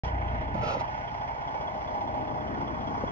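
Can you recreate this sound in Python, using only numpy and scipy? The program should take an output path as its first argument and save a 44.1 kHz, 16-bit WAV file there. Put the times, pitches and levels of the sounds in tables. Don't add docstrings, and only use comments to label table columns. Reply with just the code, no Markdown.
import sys
import numpy as np
from scipy import signal
from scipy.fft import rfft, irfft, next_fast_len
from scipy.io import wavfile
from scipy.ndimage import uniform_filter1d

SR = 44100
rng = np.random.default_rng(int(sys.argv[2]) if len(sys.argv) > 2 else 0)


def transcribe(signal):
    frames = np.atleast_2d(signal).T
    limited = np.clip(frames, -1, 1)
    pcm = np.round(limited * 32767).astype(np.int16)
    wavfile.write(sys.argv[1], SR, pcm)


N = 137151

FIRING_HZ, FIRST_FIRING_S = 30.045, .004


def undb(db):
    return 10 ** (np.asarray(db) / 20)


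def on_log(table, hz, order):
    table = np.array(table, float)
    return np.interp(np.log(hz + 1), np.log(table[:, 0]), table[:, order])


def walk(rate):
    hold = int(SR / rate)
    steps = np.repeat(rng.standard_normal(N // hold + 1), hold)
    smooth = uniform_filter1d(uniform_filter1d(steps, hold), hold)
    return 1.15 * smooth[:N]


def stereo_noise(colour, links):
    size = next_fast_len(N)
    hz = np.arange(size // 2 + 1) * SR / size
    left, other = rfft(rng.standard_normal((2, size))) * np.sqrt(SR / 2)
    like = np.clip(on_log(links, hz, order=1), 0, 1)
    right = like * left + np.sqrt(1 - like ** 2) * other
    right = right * np.exp(-1j * on_log(links, hz, order=2))
    left = left * undb(on_log(colour, hz, order=1))
    right = right * undb(on_log(colour, hz, order=2))
    return np.array([left, right]), hz, size


# (time [s], bass [dB], upper bass [dB], low middle [dB], knock [dB], upper knock [dB], treble [dB], top hiss [dB])
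TURN = [(0.05, -38.5, -44, -49, -40.5, -55, -48.5, -63), (0.129, -38.5, -41, -47.5, -41, -56, -52.5, -77),
        (0.28, -38.5, -44, -46.5, -40, -53.5, -48.5, -74),
        (0.481, -39.5, -41.5, -47.5, -41, -55.5, -52, -74.5),
        (0.61, -40.5, -35.5, -44.5, -39, -58.5, -50.5, -75),
        (0.71, -46.5, -44, -54.5, -38.5, -50.5, -53.5, -76),
        (0.921, -48, -48, -52, -38, -56.5, -51.5, -69.5),
        (1.269, -50.5, -49.5, -54.5, -39, -56.5, -53.5, -70),
        (1.609, -50, -52.5, -50.5, -39.5, -54.5, -55, -69.5), (1.881, -51.5, -51, -47, -39, -56, -56, -70),
        (2.119, -47.5, -47.5, -43.5, -40.5, -56, -55.5, -71),
        (2.58, -49, -44.5, -39.5, -42, -52.5, -54.5, -70.5), (3.1, -45, -46, -44.5, -41.5, -51, -56, -69)]
TURN_HZ = [70, 155, 280, 800, 1200, 2400, 5000]
TURN_REF_DB = [-45, -45, -46, -39, -52, -54, -71]


def turn_db(t, hz):
    rows = np.array(TURN, float)
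    at_hz = [np.interp(np.log(hz), np.log(TURN_HZ), row[1:] - TURN_REF_DB) for row in rows]
    return np.interp(t, rows[:, 0], at_hz)


# (frequency [Hz], likeness [0-1], left leads by [rad])
MIC_LINKS = [(40, 0.7, 0.39), (253, 0.94, 0.82), (373, 0.5, 1.22), (615, 0.66, 1.55), (745, 0.86, 1.23),
             (845, 0.78, 1.64), (915, 0.59, 1.6), (996, 0.75, 3.73), (1270, 0.95, 2.4), (1840, 0.95, 3.8),
             (1957, 0.4, 2.1), (3180, 0.49, 2.21), (5600, 0.73, 3.49), (9300, 0.74, 3.16), (10400, 0, 6.3)]


def tone(t, hz, db, phase):
    tilt_db = (on_log(ROAR, hz, order=1) - on_log(ROAR, hz, order=2)) / 2
    lead = on_log(MIC_LINKS, hz, order=2) / 2
    left = undb(tilt_db) * np.cos(phase + lead)
    right = undb(-tilt_db) * np.cos(phase - lead)
    return np.sqrt(2) * undb(db) * np.array([left, right])


# (multiple of firing rate, level [dB], share of the turn followed)
HUM = [(1, -62.5, 1.5), (1.5, -62, 0.93), (2, -45.5, 1.28), (2.5, -54, 1.1), (3, -46.5, 1.4),
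       (4, -48, 0.71), (4.5, -54, 0.5), (5, -59, 0.29), (5.5, -61.5, 0.58), (6, -61, 1.1), (7, -57, 1.8),
       (10, -61, 0.94)]
HUM_PHASE_RAD, HUM_SPREAD_RAD, HUM_WANDER_DB = 2.6, .03, 1.5


def hum(t, cycle):
    out = 0
    for k, db, follow in HUM:
        level_db = db + follow * turn_db(t, k * FIRING_HZ) + HUM_WANDER_DB * walk(3.3)
        phase = 2 * np.pi * k * cycle + HUM_PHASE_RAD - HUM_SPREAD_RAD * k ** 2
        out = out + tone(t, k * FIRING_HZ, level_db, phase)
    return out


# (frequency [Hz], level [dB], wander [dB])
WHINE = [(617.6, -46, 1), (741.3, -54, 3), (1235.5, -62, 2.5)]
# (time [s], level change [dB])
WHINE_TURN = [(.1, 2.5), (.8, -0.5), (1.35, -15.5), (1.75, -2), (2.3, 4), (3, -3)]


def whine(t):
    turned_db = np.interp(t, *np.array(WHINE_TURN).T)
    out = 0
    for hz, db, wander_db in WHINE:
        level_db = db + turned_db + wander_db * walk(1.5)
        phase = 2 * np.pi * hz * t + 1.44 * walk(3.885)
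        out = out + tone(t, hz, level_db, phase)
    return out


CYLINDERS_DB = [0.5, -4, -1.5, -2.5, -0.1, -2]
TICKS_DB = [4.5, -13, 7.5, -7.5, 2.5, 0]
KNOCK_RISE_S, KNOCK_FALL_S = .0035, .013
KNOCK_LATE_S = .006
KNOCK_SCATTER_DB = 1.3


def knocks(cycle, pattern_db, scatter):
    index = np.floor(cycle).astype(int) + 1
    since = (cycle % 1) / FIRING_HZ
    cylinder = (np.arange(len(scatter)) - 1) % len(pattern_db)
    strength_db = np.array(pattern_db)[cylinder] + KNOCK_SCATTER_DB * scatter
    size = undb(2 * strength_db)

    def shape(s):
        return (1 - np.exp(-s / KNOCK_RISE_S)) * np.exp(-s / KNOCK_FALL_S)

    power = size[index] * shape(since) + size[index - 1] * shape(since + 1 / FIRING_HZ)
    return power / power.mean()


# (level [dB], nominal ring time to -60 dB [s], time it faces the phone [s], loss away from that [dB per s])
BLOCK = [(-49.5, 0.4, 0.44, 0), (-42, 0.3, 1.95, 4), (-43, .2, 1.15, 6), (-48, 0.26, 1.3, 2.5),
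         (-55, 0.15, 0.89, 0.5), (-47.5, 0.14, 2.9, 5), (-47.5, 0.11, 0.47, 2), (-61.5, 0.041, 0.31, 5.5),
         (-58.5, 0.19, 1.6, 4), (-67, 0.082, 0.83, 1), (-69, 0.056, 2.1, -2.5), (-62.5, 0.052, 2.2, 4.5),
         (-64, 0.07, 1.9, 2.5), (-81.5, 0.024, 2.5, 0)]
BLOCK_HZ = [685, 822, 862, 932, 1005, 1115, 1484, 2080, 2250, 2995, 3230, 3390, 1930, 5350]
BLOCK_FLICKER_DB = 1.5
BLOCK_GRAIN = .8
BLOCK_WANDER = .008


def block(t, knock, tick):
    out = 0
    for hz, (db, ring_s, facing, loss) in zip(BLOCK_HZ, BLOCK):
        if hz > 2800:
            drive = tick
        elif hz > 1800:
            drive = knock
        else:
            drive = np.sqrt(knock)
        rattle = rng.standard_normal(N) * drive
        pole = np.exp(2j * np.pi * hz / SR - 2 * np.log(1000) / (ring_s * SR))
        ring = signal.lfilter([1], np.poly([pole, pole]), rattle)
        size = np.abs(ring) ** (BLOCK_GRAIN if ring_s > .1 else 1)
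        size = size / np.sqrt(np.mean(size ** 2))
        stray = 2 * np.pi * hz * BLOCK_WANDER * np.cumsum(walk(5)) / SR
        level_db = db - loss * np.abs(t - facing) + turn_db(t, hz) + BLOCK_FLICKER_DB * walk(3.9)
        out = out + size * tone(t, hz, level_db, np.angle(ring) + stray)
    return out


# (frequency [Hz], left [dB per Hz], right [dB per Hz])
ROAR = [(25.3, -83, -72.5), (47, -62, -63), (99, -65, -67), (150, -61.5, -66), (207, -65.5, -71),
        (264, -62, -68.5), (370, -66, -76), (410, -74, -66), (576, -69, -68.5), (616, -60.5, -62.5),
        (787, -64, -67), (804, -55.5, -57.5), (863, -66.5, -59.5), (1007, -59.5, -57.5), (1090, -69, -80),
        (1460, -75, -71.5), (1714, -73, -72.5), (2160, -92, -75.5), (2260, -87, -81), (2780, -87, -87),
        (3410, -92, -87), (3605, -99, -99), (5550, -95, -95.5), (6040, -101, -101), (6990, -112, -112),
        (7950, -128, -128), (13000, -134, -134), (15500, -140, -140)]
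# (frequency [Hz], share [0-1])
KNOCK_SHARE = [(60, .1), (300, .3), (800, .7), (1400, .45), (2000, .35), (3300, .45), (6000, .4)]
SWELL_DB, FLICKER_DB = .5, 1.2


def roar(t, knock):
    spectra, hz, size = stereo_noise(ROAR, MIC_LINKS)
    out, swell = 0, walk(7.3)
    for centre in 20 * 2 ** np.arange(0, 10, .5):
        window = np.cos(np.pi * np.clip(np.log2((hz + 1) / centre), -.5, .5)) ** 2
        band = irfft(spectra * window, size)[:, :N]
        share = np.clip(on_log(KNOCK_SHARE, centre, order=1), 0, 1)
        throb = np.sqrt(1 - share + share * knock)
        gain = undb(turn_db(t, centre) + SWELL_DB * swell + FLICKER_DB * walk(11.18))
        out = out + band * throb * gain
    return out


# (peak time [s], level [dB], rise [dB per s], hold [s], fall [dB per s], low edge [Hz])
SPITS = [(0.546, -7.5, 1502, 0.0039, 897, 3000), (0.799, -6, 2502, 0.018, 1798, 2500)]
# (frequency [Hz], left [dB per Hz], right [dB per Hz])
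AIR = [(199, -67.5, -73), (346, -80, -65), (550, -63.5, -54), (885, -71, -67), (1030, -89.5, -84.5),
       (1180, -72.5, -65.5), (1329, -58.5, -53), (1445, -78.5, -67.5), (1560, -96.5, -79.5),
       (2585, -70, -70.5), (3300, -81, -79.5), (6020, -87, -86), (7440, -104, -100.5), (7600, -116, -116),
       (10400, -112, -116), (12100, -140, -140)]
# (frequency [Hz], likeness [0-1], left leads by [rad])
AIR_LINKS = [(200, 0.82, -1), (593, 0.79, 0), (1100, 0.83, -2), (2130, 0.27, -3), (4830, 1, -5),
             (10000, 0.42, -3)]
# (time [s], body level [dB], treble level [dB])
HISS = [(.55, -40, -40), (.565, -20, -15), (.605, -10, -13), (.635, -5, -7), (.66, -3, -4), (.68, -1, 0),
        (.71, 0, 0), (.745, -2, -4), (.775, -3, -9), (.8, -7, -12), (.825, -14, -20), (.84, -40, -40)]
HISS_SPLIT_HZ, AIR_FLUTTER_DB = 1100, 2


def puffs(t):
    spectra, hz, size = stereo_noise(AIR, AIR_LINKS)
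    times, body_db, treble_db = np.array(HISS).T
    body = undb(np.interp(t, times, body_db, -99, -99))
    treble = undb(np.interp(t, times, treble_db, -99, -99))
    high = irfft(spectra * (hz > HISS_SPLIT_HZ), size)[:, :N]
    low = irfft(spectra, size)[:, :N] - high
    out = low * body + high * treble
    for peak, db, rise, hold, fall, edge_hz in SPITS:
        thin = irfft(spectra * hz ** 2 / (hz ** 2 + edge_hz ** 2), size)[:, :N]
        before = np.clip(peak - t, 0, None)
        after = np.clip(t - peak - hold, 0, None)
        out = out + thin * undb(db - rise * before - fall * after)
    return out * undb(AIR_FLUTTER_DB * walk(60))


# (start [s], level [dB], pitch [Hz], left minus right [dB])
THUMPS = [(0.5511, -15.5, 629, -12), (0.768, -17, 513, -10), (3.0372, -8.5, 432, 6.5)]
# (multiple of its pitch, level [dB])
THUMP_MODES = [(.55, -3), (1, 0), (1.6, -13)]
THUMP_RISE_S, THUMP_T60_S = .0012, .014
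THUMP_BOUNCE_S, THUMP_BOUNCE_DB = .00353, -5


def thumps(t):
    out = 0
    for start, db, hz, pan_db in THUMPS:
        for late, late_db in ((0, 0), (THUMP_BOUNCE_S, THUMP_BOUNCE_DB)):
            since = np.clip(t - start - late, 0, None)
            modes = sum(undb(mode_db) * np.sin(2 * np.pi * k * hz * since) for k, mode_db in THUMP_MODES)
            rise = 1 - np.exp(-(since / THUMP_RISE_S) ** 2)
            ring = modes * np.exp(-np.log(1000) * since / THUMP_T60_S) * rise
            out = out + ring * undb(db + late_db + np.array([[pan_db], [-pan_db]]) / 2)
    return out


def scene():
    t = np.arange(N) / SR
    cycle = FIRING_HZ * (t - FIRST_FIRING_S)
    knock_scatter, tick_scatter = rng.uniform(-1.5, 1.5, (int(cycle[-1]) + 3, 2)).T
    knock = knocks(cycle - FIRING_HZ * KNOCK_LATE_S, CYLINDERS_DB, knock_scatter)
    tick = knocks(cycle, TICKS_DB, tick_scatter)
    engine = hum(t, cycle) + whine(t) + block(t, knock, tick) + roar(t, knock)
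    return engine + puffs(t) + thumps(t)


# (time [s], width below first edge, width between edges)
LOW_WIDTH = [(.06, -0.18, 0.64), (.14, -0.12, 0.064), (.26, 0.79, 0.15), (.55, 1, 0.27), (.85, .95, 0.56),
             (1.5, 1, 1)]
LOW_WIDTH_EDGES_HZ = [130, 350]
START_S, TOP_HZ = .035, 16300


def record(dry):
    t = np.arange(N) / SR
    mid, side = (dry[0] + dry[1]) / 2, (dry[0] - dry[1]) / 2
    low, both = (signal.sosfiltfilt(signal.butter(4, hz, fs=SR, output="sos"), side)
                 for hz in LOW_WIDTH_EDGES_HZ)
    times, low_width, between_width = np.array(LOW_WIDTH).T
    wide_low = low * np.interp(t, times, low_width)
    wide_between = (both - low) * np.interp(t, times, between_width)
    side = side - both + wide_low + wide_between
    opened = np.clip((t - START_S) / 0.00024, 0, 1)
    top_cut = signal.ellip(8, .2, 70, TOP_HZ, fs=SR, output="sos")
    return signal.sosfilt(top_cut, np.array([mid + side, mid - side]) * opened)


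dry = scene()
out = record(dry)
transcribe(out)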